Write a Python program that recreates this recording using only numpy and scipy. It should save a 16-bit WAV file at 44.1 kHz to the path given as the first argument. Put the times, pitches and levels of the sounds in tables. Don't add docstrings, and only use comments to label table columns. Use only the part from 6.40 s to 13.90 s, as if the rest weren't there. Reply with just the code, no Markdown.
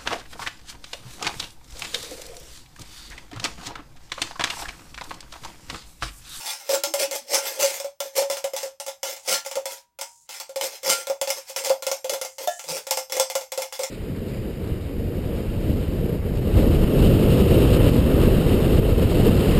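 import sys
import numpy as np
from scipy import signal
from scipy.fft import rfft, irfft, next_fast_len
from scipy.io import wavfile
from scipy.ndimage import uniform_filter1d

SR = 44100
rng = np.random.default_rng(int(sys.argv[2]) if len(sys.argv) > 2 else 0)


def unload_audio(sound):
    columns = np.transpose(np.atleast_2d(sound))
    steps = np.round(np.clip(columns, -1, 1) * 32767)
    wavfile.write(sys.argv[1], SR, steps.astype(np.int16))


N = 330750

# start_s, shell_db, hollow_db (relative levels)
CONTACTS = [(0.2917, -14, -19), (0.4361, -5, -23), (0.5386, -8, -18.5), (0.7113, -13.5, -25.5),
            (0.9344, -16.5, -15.5), (1.1917, -18, -20.5), (1.3998, -16, -31), (1.4441, -21.5, -23),
            (1.6035, -11.5, -25), (1.7536, -24, -30), (1.7645, -12, -27.5), (1.7796, -10, -15.5),
            (1.8195, -17, -15.5), (1.8995, -13, -18.5), (1.9689, -15, -32), (2.0416, -13.5, -17.5),
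            (2.1347, -20, -22.5), (2.164, -12.5, -36), (2.2302, -16.5, -27), (2.26, -28.5, -28.5),
            (2.3997, -16, -35), (2.4639, -17, -33.5), (2.4805, -16.5, -27.5), (2.631, -11, -27.5),
            (2.7635, -23.5, -42), (2.8759, -17, -26.5), (3.049, -22.5, -43), (3.0615, -15.5, -30),
            (3.1126, -16.5, -32.5), (3.155, -14.5, -27), (3.1672, -25, -17), (3.256, -12.5, -27.5),
            (3.588, -20.5, -36.5), (3.612, -12.5, -38), (3.8909, -21, -47), (3.9999, -15, -45),
            (4.0924, -27.5, -32.5), (4.1594, -15, -23), (4.2108, -10, -26), (4.431, -20, -30.5),
            (4.447, -18, -35), (4.67, -16, -26), (4.698, -16, -15.5), (4.8138, -9.5, -19.5),
            (4.8738, -13.5, -24), (4.8923, -16, -33), (4.903, -7.5, -25), (5.0973, -21.5, -34.5),
            (5.1619, -10.5, -30), (5.2385, -17.5, -33), (5.2475, -11, -33.5), (5.258, -13.5, -31.5),
            (5.2684, -15, -24), (5.2954, -11.5, -24.5), (5.3014, -18, -10), (5.4234, -16, -31.5),
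            (5.4668, -9, -18.5), (5.5147, -9.5, -19), (5.6438, -17.5, -22.5), (5.6953, -10, -21.5),
            (5.7355, -12.5, -19.5), (5.8136, -12.5, -25.5), (5.8486, -16, -31), (5.9828, -18.5, -35.5),
            (6.1937, -19.5, -48), (6.2395, -23.5, -40.5), (6.2865, -18.5, -33.5), (6.4683, -17.5, -31.5),
            (6.5093, -5, -23), (6.572, -9, -23.5), (6.6974, -22, -39), (6.722, -9.5, -30),
            (6.767, -13, -19), (6.7977, -4, -15), (6.8998, -13.5, -32), (6.953, -8.5, -18.5),
            (7.0105, -21, -33.5), (7.1196, -14, -30), (7.176, -13.5, -20), (7.22, -12.5, -28.5),
            (7.3243, -17.5, -37.5), (7.392, -16, -23), (7.434, -11, -27.5)]
# crest_s, rattle_db (relative), ribs_per_s (at the crest), speed_up_ribs_per_s2
RIB_RUNS = [(0.352, -53.5, 215, 150.5), (0.946, -57, 192, 716), (1.224, -55.5, 175, 500),
            (2.925, -44, 195, 750), (4.501, -43.5, 195, 750), (6.317, -41, 163, 90)]
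# (per Hz, relative)
CLACK_COLOUR = [(60, -18.5), (200, -35.5), (330, -9.5), (480, -9.5), (850, 7.5), (1150, -2.5), (1650, -5),
                (2200, 2.5), (4100, 0), (5500, 6.5), (7500, 4), (10500, -1), (12500, -2), (16000, -3)]

HOLLOW_START_HZ, HOLLOW_SINK_HZ_PER_S = 555.1, 3.38
TIN_T60_S = 0.17
BARING_DB_PER_S = 0.42
HARD_RING_PER_DB = 0.6
BRIGHT_DB, BRIGHT_SCATTER_DB = -2.5, 0.6
BRIGHT_PER_EDGE_DB, BRIGHT_PER_FORCE_DB = 0.03, 0.01
SWELL_T60_S, SLACK_T60_S = 0.12, 0.14
RIB_SWELL_T60_S, RIB_SLACK_T60_S = 0.13, 0.2
LANDING_S, GRAZE_DB = 0.081, -13


def amp(db):
    return 10 ** (np.asarray(db) / 20)


def unit(x):
    return x / np.sqrt(np.mean(x ** 2) + 1e-20)


def unit_energy(x):
    return x / (np.linalg.norm(x) + 1e-12)


def along(points, hz):
    f, v = np.transpose(points)
    return np.interp(np.log(hz + 1), np.log(f), v)


def clock(size):
    return np.arange(size) / SR


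def fade(t, t60):
    return np.exp(-np.log(1000) * t / t60)


def add(track, s, sound):
    start = max(round(s * SR), 0)
    track[start:start + len(sound)] += sound[:N - start]


def coloured(x, points):
    size = 4096
    cepstrum = irfft(np.log(amp(along(points, np.fft.rfftfreq(size, 1 / SR)))))
    cepstrum[1:size // 2] *= 2
    cepstrum[size // 2 + 1:] = 0
    response = unit_energy(irfft(np.exp(rfft(cepstrum))))
    return signal.fftconvolve(x, response)[:len(x)]


def knocks():
    out, t = np.zeros(N), clock(SR // 3)
    for s, shell_db, hollow_db in CONTACTS:
        bright_db = brightness(shell_db, hollow_db)
        bare_db = BARING_DB_PER_S * (s - N / SR / 2)
        crack, clatter = rng.standard_normal((2, len(t)))
        build_up = 1 - np.exp(-t / (0.00072 * amp(-shell_db - 25.5)))
        snap = amp(-6.5 + 0.22 * (shell_db + 11.5))
        burst = snap * unit_energy(crack * build_up * fade(t, 0.018))
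        burst += amp(-21.0) * unit_energy(clatter * build_up * fade(t, 0.17))
        clack = coloured(burst + amp(-5.0) * kitchen_tail(), touched(CLACK_COLOUR, bright_db))
        ring = amp(-12 - 0.18 * bright_db + bare_db) * tin_ring(t, TIN_T60_S)
        ring += amp(-6 + HARD_RING_PER_DB * shell_db) * fine_ring(t, t60=0.32, count=4)
        add(out, s, amp(shell_db + 15.5) * (clack + build_up * ring))
        hz = hollow_hz(s) * (1 + 0.012 * rng.standard_normal())
        add(out, s, amp(hollow_db + 4.0) * thump(t, hz, bare_db))
    return out


def brightness(shell_db, hollow_db):
    harder_db = shell_db - np.mean([row[1] for row in CONTACTS])
    edge_db = shell_db - hollow_db
    return (BRIGHT_DB + BRIGHT_PER_EDGE_DB * edge_db + BRIGHT_PER_FORCE_DB * harder_db
            + BRIGHT_SCATTER_DB * rng.standard_normal())


def touched(points, bright_db):
    hz = np.geomspace(50, 16000, num=70)
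    ripple_db = 2.6 * rng.standard_normal(len(hz)) * (hz > 600)
    tilt_db = bright_db * np.clip(np.log10(hz / 5000), -1, 1)
    return np.column_stack([hz, along(points, hz) + ripple_db + tilt_db])


def tin_ring(t, t60):
    # freq_hz, level_db (relative, before the contact's variation)
    shell_modes = [(732.1, -48.5), (861.3, -40.5), (1168, -56.5), (1384, -44.5), (1927, -61.5),
                   (1997, -53.5), (2116, -41.5), (2939, -50.5), (3149, -68.5), (3440, -42.5), (5206, -72),
                   (5620, -68.5), (7434, -44.5)]
    hz, db = np.transpose(shell_modes)
    strength, detune, phase = rng.uniform(-0.98, 1, (3, len(hz), 1))
    hz = hz[:, None] * (1 + 0.011 * detune)
    gain = amp(db[:, None] + 6 * strength)
    modes = gain * np.sin(2 * np.pi * hz * t + np.pi * phase)
    return unit_energy(modes.sum(0) * fade(t, t60))


def fine_ring(t, t60, count):
    # centre_hz, width_hz, level_db (relative)
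    crowds = [(5150, 170, 4.5), (5530, 240, -2.5), (6270, 170, 3.5), (7550, 160, 3), (8880, 400, -2),
              (11200, 78, -12.5), (12500, 510, -3), (14360, 100, -14)]
    hz, width, db = np.transpose(crowds)
    place, size, phase = rng.standard_normal((3, count, len(hz)))
    mode_hz = hz + 0.91 * width * place
    bins = np.clip(mode_hz * len(t) / SR, 1, len(t) // 2 - 1).astype(int)
    lines = np.zeros(len(t) // 2 + 1, complex)
    lines[bins] = amp(db) * np.sqrt(np.abs(width)) * size * np.exp(1j * np.pi * phase)
    return unit_energy(irfft(lines, len(t)) * fade(t, t60))


def thump(t, hz, bare_db):
    # (per Hz, relative)
    clank_colour = [(150, -25.5), (350, -13.5), (600, 4.5), (900, 2), (1150, -11.5), (1400, -11),
                    (2200, -27.5), (6000, -60.5)]
    swell = 1 - np.exp(-t / 0.0036)
    note = swell * fade(t, 0.135) * np.sin(2 * np.pi * hz * t)
    smeared = signal.fftconvolve(note, kitchen_tail())[:len(t)]
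    flexing = unit_energy(rng.standard_normal(len(t)) * swell * fade(t, 0.16))
    return note + amp(-14) * smeared + amp(9 + bare_db) * coloured(flexing, clank_colour)


def hollow_hz(s):
    return HOLLOW_START_HZ - HOLLOW_SINK_HZ_PER_S * s


def scrapes():
    # (per Hz, relative)
    rasp_colour = [(60, -33), (200, -34.5), (330, -14.5), (480, -9.5), (850, 9.5), (1150, -1), (1650, 1),
                   (2200, 7), (3800, 4.5), (5400, 9), (7500, 5.5), (10500, 0.5), (12400, -2.5),
                   (16000, -0.5)]
    phase, rattle = rib_phase(), rattle_gain()
    strength, push = stroke_gains()
    bunching = np.clip(rattle / amp(-56), 0, 1) * 0.75

    wander = unit(uniform_filter1d(rng.standard_normal(N), size=150))
    catching = amp(4.5 * np.tanh(wander))
    friction = slips(per_second=1500, spread_db=3) + amp(-1.5) * rng.standard_normal(N)
    grit = unit(catching * friction)
    jolt = unit_energy(rng.standard_normal(64))
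    snags = signal.lfilter(jolt, 1, slips(per_second=90, spread_db=1))
    grit = unit(grit + amp(-10.5) * snags)
    force = strength * grit * (1 + bunching * np.cos(phase))

    rasp, t = np.zeros(N), clock(SR // 3)
    block = SR // 16
    for start in range(0, N, block):
        wall = signal.unit_impulse(len(t)) + amp(-3) * kitchen_tail()
        wall = coloured(wall, touched(rasp_colour, 0))
        ring = amp(-12) * tin_ring(t, TIN_T60_S / 2)
        ring += amp(-6.0) * fine_ring(t, TIN_T60_S / 2, count=6)
        add(rasp, start / SR, signal.fftconvolve(force[start:start + block], amp(-3.5) * wall + ring))

    air_band = signal.butter(2, [350, 800], "band", fs=SR, output="sos")
    drive = signal.sosfilt(air_band, push * slips(per_second=530, spread_db=-1.5))
    groan = rattle * catching * (np.sin(phase) + amp(-9) * np.sin(2 * phase))
    bottom = unit_energy(np.sin(2 * np.pi * 1385 * t) * fade(t, TIN_T60_S * 1.84))
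    pressure = np.clip(strength / amp(-19.5), 0, 1) * bunching
    singing = signal.fftconvolve(pressure * force, bottom)[:N]
    return (rasp + amp(-3.5) * hollow(drive, t60=0.11) + groan
            + amp(-10.5) * wall_flex(force, strength) + amp(-9.5) * singing)


def slips(per_second, spread_db):
    sizes = amp(spread_db * np.clip(rng.standard_normal(N), -2, 2)) * rng.choice([-1, 1], N)
    return unit(sizes * (rng.random(N) < per_second / SR))


def stroke_gains():
    # full_pressure_s, hold_s, rasp_db, hollow_db (relative levels)
    strokes = [(0.005, 0.0072, -35.5, -64), (0.06, 0.054, -31, -48), (0.13, 0.17, -44, -58),
               (0.306, 0.045, -25, -19.5), (0.603, 0.024, -23.5, -21), (0.74, 0.021, -29, -29),
               (0.908, .012, -38, -31), (0.93, 0.04, -22.5, -21), (1.046, 0.035, -28, -32.5),
               (1.1, 0.076, -38.5, -38.5), (1.216, 0.03, -20.5, -19.5), (1.28, 0.093, -32.5, -38.5),
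               (1.648, .016, -39, -35.5), (1.773, 0.022, -24.5, -22.5), (1.914, .018, -29.5, -31.5),
               (2.178, .03, -36, -61), (2.245, 0.0084, -42, -34), (2.659, 0.063, -31.5, -33.5),
               (2.863, .008, -43, -66), (2.886, 0.013, -24.5, -23.5), (2.921, .024, -21.5, -29),
               (3.311, 0.015, -34, -39), (3.381, 0.0049, -51.5, -68), (3.906, 0.068, -38, -52.5),
               (4.236, .024, -29, -24.5), (4.33, 0.029, -40.5, -45.5), (4.459, 0.0089, -28, -27),
               (4.5, .023, -20, -21), (4.58, 0.043, -38.5, -38), (4.975, 0.0054, -35, -35.5),
               (5.09, 0.0072, -37.5, -63), (5.185, 0.009, -28, -30.5), (5.252, 0.02, -32.5, -34),
               (5.719, 0.0086, -35, -22.5), (6.006, 0.028, -35.5, -32), (6.3, 0.075, -32, -27.5),
               (6.748, .025, -32.5, -25.5), (7.202, 0.016, -37.5, -47), (7.342, .012, -35.5, -55),
               (7.416, 0.012, -38, -28.5)]
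    rasp, push = np.zeros((2, N))
    for s, hold, rasp_db, hollow_db in strokes:
        shape = gesture(s, hold, SWELL_T60_S, SLACK_T60_S)
        rasp += amp(rasp_db) * shape
        push += amp(hollow_db) * shape
    return rasp, push


def gesture(s, hold, swell_t60, slack_t60):
    out, start = np.zeros(N), max(s - 1 / 4, 0)
    landings = [row[0] for row in CONTACTS if 0 < s - row[0] < LANDING_S]
    landing = min(landings, default=start)
    t = start + clock(SR * 3 // 4)
    shape = fade(np.maximum(s - t, 0), swell_t60) * fade(np.maximum(t - s - hold, 0), slack_t60)
    add(out, start, shape * np.where(t < landing, amp(GRAZE_DB), 1))
    return out


def rib_phase():
    crest, _, per_second, speed_up = np.transpose(RIB_RUNS)
    run = np.searchsorted((crest[1:] + crest[:-1]) / 2, clock(N))
    since = np.clip(clock(N) - crest[run], -1 / 10, 1 / 10)
    return 2 * np.pi * np.cumsum(per_second[run] + speed_up[run] * since) / SR


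def rattle_gain():
    return sum(amp(db) * gesture(s, 0, RIB_SWELL_T60_S, RIB_SLACK_T60_S) for s, db, _, _ in RIB_RUNS)


def hollow(drive, t60):
    turn = np.exp(2j * np.pi * np.cumsum(hollow_hz(clock(N))) / SR)
    pole = fade(1 / SR, t60)
    resonance = turn * signal.lfilter([1], [1, -pole], drive / turn)
    return np.imag(resonance) * np.sqrt(2 * (1 - pole ** 2))


def wall_flex(force, strength):
    firmness = np.clip(strength / amp(-9.5), 0, 1)
    low_band = signal.butter(3, [200, 470], "band", fs=SR, output="sos")
    return signal.sosfilt(low_band, force * firmness)


def rim_knock():
    # start_s, level_db (relative)
    rim_blows = [(6.074, -16)]
    # freq_hz, level_db (relative), double_t60_s (halved below)
    rim_modes = [(620, -4.5, 0.22), (699, 1, 0.14), (1367, -25.5, 0.51), (1710, -23, 0.41),
                 (1830, -34, 0.72), (3020, -32, 0.71), (3545, -13.5, 0.15)]
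    out, t = np.zeros(N), clock(SR // 3)
    swell = 1 - np.exp(-t / 0.0024)
    sagging = t + 0.00029 * (1 - np.exp(-t / 0.028))
    ring = np.zeros(len(t))
    for hz, db, double_t60 in rim_modes:
        ring += swell * amp(db) * fade(t, double_t60 * 0.5) * np.sin(2 * np.pi * hz * sagging)
    ring = ring + amp(-7) * signal.fftconvolve(ring, kitchen_tail())[:len(t)]
    crack = unit_energy(rng.standard_normal(len(t)) * fade(t, 0.02)) + amp(-0.5) * kitchen_tail()
    for s, db in rim_blows:
        clack = coloured(crack, touched(CLACK_COLOUR, 0.5))
        add(out, s, amp(db + 4.5) * ring + amp(db + 14.0) * clack)
    return out


def spoon_note(t60):
    # start_s, level_db, pitch_hz
    free_rings = [(0, -48, 906), (3.255, -39, 959), (3.615, -42, 940)]
    out, t = np.zeros(N), clock(SR)
    for s, db, hz in free_rings:
        add(out, s, amp(db) * fade(t, t60) * np.sin(2 * np.pi * hz * t))
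    return out


def sauce():
    # start_s, level_db (relative), start_pitch_hz
    plops = [(0.364, -32.5, 345), (0.468, -32, 329), (0.502, -36, 334), (0.675, -38, 308),
             (0.751, -44, 329), (0.813, -50.5, 248)]
    # (per Hz, relative)
    wet_colour = [(1000, -46.5), (4800, -14), (7000, 0.5), (11000, -13.5), (13000, -20.5)]
    out, t = np.zeros(N), clock(SR // 4)
    for s, db, hz in plops:
        swell = 1 - np.exp(-(t / 0.0043) ** 2)
        sagging = hz * (1 - 0.36 * t)
        add(out, s, amp(db - 4.5) * swell * fade(t, 0.21) * np.sin(2 * np.pi * sagging * t))
    hiss = unit(coloured(slips(per_second=6000, spread_db=7.5), wet_colour))
    return out + amp(-1.0) * sliding_gain() * hiss


def sliding_gain():
    # start_s, length_s, level_db (relative)
    slides = [(2.79, .07, -52.5), (3.66, .21, -50.5), (5.88, 0.096, -51.5), (6.11, 0.46, -40)]
    gain = np.zeros(N)
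    for s, length, db in slides:
        add(gain, s, amp(db) * fade(clock(int(length * SR)), t60=1.2))
    return uniform_filter1d(gain, size=260)


def kitchen_tail():
    # freq_hz, t60_s
    kitchen_decay = [(150, 0.14), (600, 0.23), (2500, 0.2), (7000, 0.19), (15000, 0.15)]
    hz, t, z = signal.stft(rng.standard_normal(SR // 3), SR, nperseg=256)
    decaying = z * fade(t, along(kitchen_decay, hz)[:, None])
    tail = signal.istft(decaying, SR, nperseg=256)[1][:SR // 3]
    return unit_energy(tail * (1 - np.exp(-clock(len(tail)) / 0.0027)))


def scene():
    # (per Hz, relative)
    room_colour = [(25, -15), (60, -3.5), (120, -7), (300, -18), (1000, -21.5), (4000, -29), (16000, -32.5)]
    can = knocks() + scrapes() + rim_knock()
    no_bass = signal.butter(2, 90, "high", fs=SR, output="sos")
    can = signal.sosfilt(no_bass, can)
    room_tone = amp(-78) * unit(coloured(rng.standard_normal(N), room_colour))
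    return (can + spoon_note(t60=0.45) + sauce() + room_tone)[None]


def record(dry):
    top_hz = 15950
    size = next_fast_len(N + SR // 2)
    kept = np.fft.rfftfreq(size, 1 / SR) < top_hz
    return irfft(rfft(dry, size) * kept, size)[:, :N]


dry = scene()
out = record(dry)
unload_audio(out)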